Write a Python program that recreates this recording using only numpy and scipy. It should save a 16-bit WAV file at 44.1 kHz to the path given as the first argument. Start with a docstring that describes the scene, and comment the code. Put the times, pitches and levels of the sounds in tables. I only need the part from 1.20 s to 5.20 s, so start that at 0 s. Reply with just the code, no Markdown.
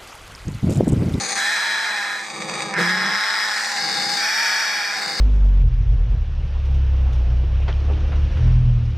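"""A grey parrot growls without pause, close by, in a wooden nest box.
Its voice chops air into about 210 rough pulses a second that ring the throat and boom in the box:
three long growls alternate with hissier, rattling rasps. A thin whistle arches through each growl,
and a low groan, perhaps from a second bird, joins the loudest one."""
import sys
import numpy as np
from scipy import signal
from scipy.fft import rfft, irfft
from scipy.io import wavfile
from scipy.ndimage import uniform_filter1d

SR = 44100
rng = np.random.default_rng(int(sys.argv[2]) if len(sys.argv) > 2 else 0)


def wav_out(sig):
    """Save sig, one row per channel (or a flat mono array), as 16-bit PCM at SR to the path in sys.argv[1]."""
    wavfile.write(sys.argv[1], SR, np.round(np.clip(np.atleast_2d(sig).T, -1, 1) * 32767).astype(np.int16))


N = 176400
TIME = np.arange(N) / SR
TAPS = 4096
FREQS = np.fft.rfftfreq(TAPS, 1 / SR)
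LOW_HZ, BODY_HZ, RASP_HZ, TREBLE_HZ, EDGE_HZ = 280, 600, 2800, 6200, 15900  # band edges


def amp(db):
    """Decibels to gain."""
    return 10 ** (np.asarray(db) / 20)


def unit(x):
    """Scales to rms 1."""
    return x / np.sqrt(np.mean(x ** 2) + 1e-20)


def course(rows):
    """Columns of a timed table, per sample."""
    times, *columns = np.transpose(rows)
    return [np.interp(TIME, times, column) for column in columns]


def across(points):
    """Interpolates a table over log frequency."""
    hz, value = np.transpose(points)
    return np.interp(np.log(FREQS + 1), np.log(hz + 1), value)


def wander(rate_hz):
    """Smooth noise of rms 1."""
    lowpass = np.exp(-(np.fft.rfftfreq(N, 1 / SR) / rate_hz) ** 2)
    return unit(irfft(rfft(rng.standard_normal(N)) * lowpass, N))


def plateau(start, rise, end, fall):
    """Smooth rise, hold and fall, 0-1."""
    ramp = np.clip(np.minimum((TIME - start) / rise, (end - TIME) / fall), 0, 1)
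    return np.sin(np.pi / 2 * ramp) ** 2


def band(lo_hz, hi_hz, order=24):
    """Band-pass gain."""
    return ((1 + (lo_hz / (FREQS + 1)) ** order) * (1 + (FREQS / hi_hz) ** order)) ** -.5


def ring(x, gain):
    """Minimum-phase filter: each pulse rings after it strikes."""
    cepstrum = irfft(np.log(np.maximum(gain, gain.max() * 1e-5)))
    cepstrum[1:TAPS // 2] *= 2
    cepstrum[TAPS // 2 + 1:] = 0
    return signal.oaconvolve(x, irfft(np.exp(rfft(cepstrum))))[:N]


def shade(x, gain):
    """Filter without bulk delay."""
    return signal.oaconvolve(x, np.roll(irfft(gain), TAPS // 2))[TAPS // 2:][:N]


# (time [s], pulse rate [Hz])
PULSE_RATE = [(0, 226), (.18, 225), (.3, 210), (.95, 208), (1.06, 218), (1.42, 208), (1.53, 196),
              (1.59, 213), (1.85, 205), (2.3, 211), (2.6, 229), (2.95, 230), (3.15, 213), (3.65, 204),
              (4, 226)]


def flutter(drift=.01, jitter_s=.00018):
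    """Phase of the voice's pulsing in cycles: smooth, and with jitter."""
    rate_hz, = course(PULSE_RATE)
    cycles = np.cumsum(rate_hz * (1 + drift * wander(20))) / SR
    return cycles, cycles + jitter_s * rate_hz * wander(170)


def pulses(cycles, air_share, decay_cycles, leak=0.37):
    """Each cycle is a snap and a dying puff of air over a steady leak."""
    count = np.maximum.accumulate(np.floor(cycles))
    snaps = np.diff(count, prepend=count[0])
    puffs = (leak + np.exp(-(cycles % 1) / decay_cycles)) * rng.standard_normal(N)
    return np.sqrt(1 - air_share) * unit(snaps - snaps.mean()) + np.sqrt(air_share) * unit(puffs)


def held(x, steadiness=0.75):
    """Steady pressure gives neighbouring pulses nearly the same energy."""
    power = uniform_filter1d(uniform_filter1d(unit(x) ** 2, size=208), size=208)
    return unit(x / (abs(power) + 1e-3) ** (steadiness / 2))


def uneven(cycles, spread_db):
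    """Random strength per cycle."""
    strengths = amp(spread_db * np.clip(rng.standard_normal(N), -2, 2))
    return unit(uniform_filter1d(strengths[cycles.astype(int)], size=16))


def throat_core(cycles, centre_hz=1679, width_hz=244):
    """Clean snaps ring the throat's main resonance."""
    resonance = 1 / (1 + (2 * (FREQS - centre_hz) / width_hz) ** 2)
    return unit(ring(pulses(cycles, air_share=0.067, decay_cycles=0.13), resonance))


# Call envelopes (time [s], body [dB], rasp [dB], treble [dB])
OPENING = [(.02, -29, -29.5, -31), (.16, -29.5, -31, -31)]
FIRST = [(.19, -22.5, -27.5, -34), (.55, -23.5, -29, -40), (.94, -26.5, -34.5, -43),
         (1.05, -33.5, -40, -47.5)]
RATTLE = [(1.06, -35, -40.5, -44), (1.42, -31, -36, -41.5), (1.52, -32, -38, -45.5)]
SECOND = [(1.53, -27.5, -51, -64), (1.596, -19, -29, -37.5), (1.8, -22.5, -29, -43),
          (2.28, -24, -27.5, -39.5)]
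EASING = [(2.28, -25.5, -30.5, -36.5), (2.58, -27, -28.5, -37)]
HISS = [(2.6, -27.5, -26, -39), (2.98, -28.5, -25, -35.5)]
THIRD = [(3.01, -23, -25.5, -38), (3.3, -21.5, -25, -37.5), (3.76, -27, -30.5, -44.5)]
CLOSING = [(3.77, -28.5, -31, -40.5), (3.96, -30.5, -27.5, -39.5)]
# Throat and beak postures (frequency [Hz], gain [dB])
SHRILL = [(290, -47), (500, -9), (694, -12.5), (800, 5), (976, -14.5), (1190, -6.5), (1500, -17),
          (1610, -8), (2330, -7), (3000, -22.5), (3770, -9), (4470, -3.5), (5380, -17), (6570, -4.5),
          (7260, -22), (8730, -15), (10800, -32), (11300, -52), (13800, -36), (15000, -49)]
OPEN = [(480, -51), (610, -21), (755, -16.5), (896, -11.5), (1120, -21), (1500, -12), (1690, -1.5),
        (1850, -5.5), (1970, -15), (2060, -10), (2180, -15.5), (2290, -11.5), (2520, -16), (2720, -26),
        (2950, -27.5), (3310, -13), (3660, -21.5), (3990, -6.5), (4400, -24.5), (4900, -17.5),
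        (5200, -18.5), (5470, -19.5), (5900, -23), (6700, -25.5), (7260, -31), (8020, -24.5), (9790, -38.5),
        (12600, -42), (15000, -53)]
SLACK = [(290, -34), (500, -9), (665, -9), (788, 8), (1080, -4), (1210, 4), (1450, -18.5), (1830, -3.5),
         (1990, -9.5), (2290, 1), (3000, -28), (3800, -10), (4170, -28), (4600, -9), (5230, -25.5),
         (6400, -17.5), (7700, -25.5), (8500, -16), (9120, -34.5), (11000, -46)]
FORCED = [(400, -45), (600, -25.5), (852, -7.5), (1000, -13.5), (1180, -15), (1280, -9.5), (1430, -10),
          (1750, -1.5), (1960, -6.5), (2130, -8), (2750, -24), (3100, -21), (3320, -10.5), (3520, -18),
          (3900, -10.5), (4600, -22.5), (5050, -5.5), (5700, -18.5), (6690, -29), (7750, -26.5),
          (8990, -30), (9750, -39.5), (12600, -39), (15000, -55)]
EASED = [(290, -48), (500, 9), (665, -26), (811, -5), (896, -15.5), (1020, -9), (1170, -23), (1720, -6.5),
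         (3000, -25), (4470, -11.5), (6480, -18), (7160, -12.5), (9250, -21.5), (9790, -28.5), (15000, -37)]
NARROW = [(350, -50), (642, -19), (807, 2.5), (923, -11), (1270, -13), (1400, -12.5), (1670, -2),
          (1830, -11), (2130, -3.5), (2480, -19), (2800, -18), (3270, -25.5), (3720, -5), (3990, -13.5),
          (4500, -2.5), (5300, -7), (5770, -22), (6300, -12), (6650, -20), (7350, -16.5), (7750, -19.5),
          (9300, -22.5), (10200, -43), (11000, -27.5), (13500, -42), (15000, -36)]
WIDE = [(350, -50), (500, -20), (650, -19), (883, -6), (1000, -22.5), (1500, -8), (1700, -1), (1870, -7.5),
        (2000, -7), (2130, -15.5), (2340, -3), (2610, -20.5), (3030, -25), (3330, -14.5), (3540, -23),
        (3750, -14.5), (4010, -30), (4450, -10), (5150, -15), (5500, -9.5), (6700, -26), (7500, -19),
        (9510, -30), (12500, -31), (15000, -41)]
# Calls (start [s], blend [s], envelope, posture, air share [0-1], puff decay [cycles],
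# pulse spread [dB], rasp and treble left minus right [dB])
CALLS = [(-.1, .02, OPENING, SHRILL, 0.9, 0.16, 3, 2.5), (0.182, 0.054, FIRST, OPEN, 0.73, 0.6, 0.73, -1),
         (1.04, 0.12, RATTLE, SLACK, 0.27, 0.029, 2.5, 0),
         (1.534, 0.018, SECOND, FORCED, 0.75, 0.21, 1.2, 0.5),
         (2.33, 0.23, EASING, EASED, 1, 0.41, 1.5, -0.5), (2.59, 0.08, HISS, NARROW, 1, 0.75, 1.4, 1),
         (3.01, 0.084, THIRD, WIDE, 0.85, 0.5, 0.7, -0.5),
         (3.76, 0.13, CLOSING, NARROW, 0.86, 0.37, 2, -0.5)]


def growls(cycles, core):
    """Pulses ring the throat; each posture blends into the next, and effort brings out the core."""
    core_db, core_ref_db, core_slope = -4.5, -20.5, 0.52
    dip_db, dip_hz, dip_width_hz = -5.5, 884, 167  # the whistle stands out here
    hollow_db = dip_db * np.exp(-((FREQS - dip_hz) / dip_width_hz) ** 2)
    entered = [np.clip((TIME - start) / blend + .5, 0, 1) for start, blend, *_ in CALLS] + [0]
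    bands = [band(BODY_HZ, RASP_HZ), band(RASP_HZ, TREBLE_HZ), band(TREBLE_HZ, EDGE_HZ)]
    out = np.zeros((2, N))
    for k, (_, _, envelope, posture, air_share, decay_cycles, spread_db, pan_db) in enumerate(CALLS):
        voice = ring(pulses(cycles, air_share, decay_cycles), amp(across(posture) + hollow_db))
        body, rasp, treble = [unit(shade(voice, gain ** 2)) for gain in bands]
        body_db, rasp_db, treble_db = course(envelope)
        core_gain = amp(core_db + core_slope * (body_db - core_ref_db))
        body = amp(body_db) * held(body + core_gain * core)
        upper = amp(rasp_db) * held(rasp) + amp(treble_db) * held(treble)
        pan = amp([[pan_db / 2], [-pan_db / 2]])
        crossfade = np.sqrt(entered[k] * (1 - entered[k + 1]))
        out += (body + upper * pan) * uneven(cycles, spread_db) * crossfade
    return out


# Bass response of the box (frequency [Hz], gain [dB])
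BOX_BASS = [(40, -85), (75, -48), (112, -17.5), (135, -3.5), (195, 3), (217, 0.5), (268, -21.5), (325, 1),
            (377, -5.5), (524, 1), (630, -5.5), (700, 15), (910, -2), (1540, -120)]
# Rumble swells (start [s], rise [s], end [s], fall [s], below LOW_HZ [dB], above LOW_HZ [dB])
SWELLS = [(-.1, .05, 0.34, 0.36, -39, -39), (1.051, 0.19, 1.61, 0.091, -38.5, -37.5),
          (1.571, 0.014, 1.64, 0.033, -34, -28), (1.6, 0.033, 2.01, 0.11, -42, -43),
          (2.48, 0.23, 3.136, 0.27, -42, -41.5), (3.6, 0.38, 4.05, 0.043, -46.5, -42.5)]


def rumble(cycles, cut_hz=69, low_rest_db=-59.5, upper_rest_db=-49, fundamental_db=-54.5):
    """The low end of the pulses booms in the box, most in the rasps and as the loudest growl starts."""
    response = amp(across(BOX_BASS)) * band(cut_hz, EDGE_HZ, order=4)
    boom = ring(pulses(cycles, air_share=0.87, decay_cycles=0.29), response)
    low_swell, upper_swell = sum(amp([[low_db], [upper_db]]) * plateau(*timing)
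                                 for *timing, low_db, upper_db in SWELLS)
    low = np.hypot(amp(low_rest_db), low_swell) * unit(shade(boom, band(0, LOW_HZ) ** 2))
    upper = np.hypot(amp(upper_rest_db), upper_swell) * held(shade(boom, band(LOW_HZ, BODY_HZ) ** 2))
    fundamental = amp(fundamental_db + 2 * wander(31)) * unit(np.sin(2 * np.pi * cycles))
    return low + upper + fundamental


# (time [s], pitch [Hz], level [dB], upper sideband [dB])
WHISTLE = [(.03, 798.6, -42, -56), (.22, 783, -39, -45), (.42, 922, -37, -46.5), (.65, 887.6, -33.5, -44.5),
           (.77, 822, -38, -43), (1, 782, -46.5, -43.5), (1.1, 790, -52, -61), (1.6, 789.4, -42, -40),
           (1.76, 860, -35.5, -37.5), (1.88, 877, -35, -35), (2, 856.5, -34.5, -37.5),
           (2.15, 888, -32, -37.5), (2.37, 833.4, -42.5, -43), (2.64, 818, -36.5, -57),
           (3.02, 816.5, -36, -50), (3.2, 908.5, -33.5, -53), (3.38, 909, -36.5, -43),
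           (3.68, 805, -39, -42.5), (3.85, 805, -45, -47)]


def whistle(cycles, drift=0.00897):
    """A second, near-pure oscillator arches in each growl; the pulses give it sidebands."""
    pitch_hz, level_db, side_db = course(WHISTLE)
    phase = 2 * np.pi * np.cumsum(pitch_hz * (1 + drift * wander(94))) / SR
    # (offset [pulse rates], level [dB])
    partials = [(-1.2, side_db - 14), (0, level_db), (1, side_db), (2.2, side_db - 5)]
    return np.sqrt(2) * sum(amp(db + 0.72 * wander(27)) * np.sin(phase + 2 * np.pi * offset * cycles)
                            for offset, db in partials)


# Catches in the rattle (time [s], level [dB])
CATCHES = [(1.1, -28.5), (1.219, -24), (1.294, -20.5), (1.336, -21), (1.351, -25), (1.388, -25),
           (1.403, -19), (1.42, -22), (1.449, -35), (1.537, -20.5)]


def catches(cycles, rise_s=0.0024, decay_s=0.003, cut_hz=1320):
    """Short, hard bursts of pulses through the slack throat."""
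    envelope = np.zeros(N)
    for start_s, db in CATCHES:
        age_s = TIME - start_s
        attack = np.clip(age_s / rise_s, 0, 1)
        envelope += amp(db) * attack * np.exp(-np.maximum(age_s - rise_s, 0) / decay_s)
    throat = amp(across(SLACK)) * band(cut_hz, EDGE_HZ, order=6)
    return envelope * held(ring(pulses(cycles, air_share=0.65, decay_cycles=0.36), throat))


# (time [s], pitch [Hz], relative level [dB])
GROAN = [(1.58, 173.2, -24), (1.678, 176.1, -26), (1.97, 202.7, -38.5)]


def groan(harmonics_db=(3.5, -6.5, -21), fade_s=0.02, drift=0.019):
    """A low, slowly rising voiced note."""
    pitch_hz, level_db = course(GROAN)
    phase = 2 * np.pi * np.cumsum(pitch_hz * (1 + drift * wander(68))) / SR
    gate = np.clip(1 + np.minimum(TIME - GROAN[0][0], GROAN[-1][0] - TIME) / fade_s, 0, 1)
    tone = sum(amp(db) * np.sin(k * phase) for k, db in enumerate(harmonics_db, 1))
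    return unit(tone) * gate * amp(level_db - 3)


# Direct sound (frequency [Hz], left minus right [dB])
STEREO_LEVEL = [(140, -2), (330, -2.5), (500, 0), (770, 2), (1170, 0.5), (1790, -1.5), (2740, -2.5),
                (4190, 4), (6410, 3), (9810, -1), (15000, -1.5)]
# Direct sound (frequency [Hz], left phase lead [rad])
STEREO_PHASE = [(0, -1.3), (2930, 0.25), (3190, 0.86), (5340, -0.54), (9040, 0.024), (10800, -1.3),
                (12700, -0.62)]


def nest_box(voice, t60_s=0.089, walls_db=-8.5, cut_hz=560):
    """Direct sound, left and right, plus quick reflections from the wooden walls."""
    lean = amp(across(STEREO_LEVEL) / 2) * np.exp(.5j * across(STEREO_PHASE))
    delay_s = np.arange(TAPS) / SR
    walls = rng.standard_normal((2, TAPS)) * amp(-60 * delay_s / t60_s) * (delay_s > .001)
    highpass = band(cut_hz, SR, order=4)
    out = []
    for side, direct_gain, wall in zip(voice, (lean, 1 / lean), walls):
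        reflections = signal.oaconvolve(side, wall / np.linalg.norm(wall))[:N]
        out.append(shade(side, direct_gain) + amp(walls_db) * ring(reflections, highpass))
    return np.array(out)


def scene():
    """All voice layers but the groan share one flutter; faint room rumble lies below."""
    smooth, ragged = flutter()
    room = amp(-101) * np.array([wander(110), wander(110)])
    voice = growls(ragged, throat_core(smooth)) + catches(ragged) + whistle(smooth)
    return nest_box(voice + groan() + rumble(ragged)) + room


def record(dry):
    """Low-pass at EDGE_HZ."""
    lowpass = signal.firwin(511, EDGE_HZ, window=("kaiser", 9), fs=SR)
    return signal.oaconvolve(dry, lowpass[None], "same")


dry = scene()
out = record(dry)
wav_out(out)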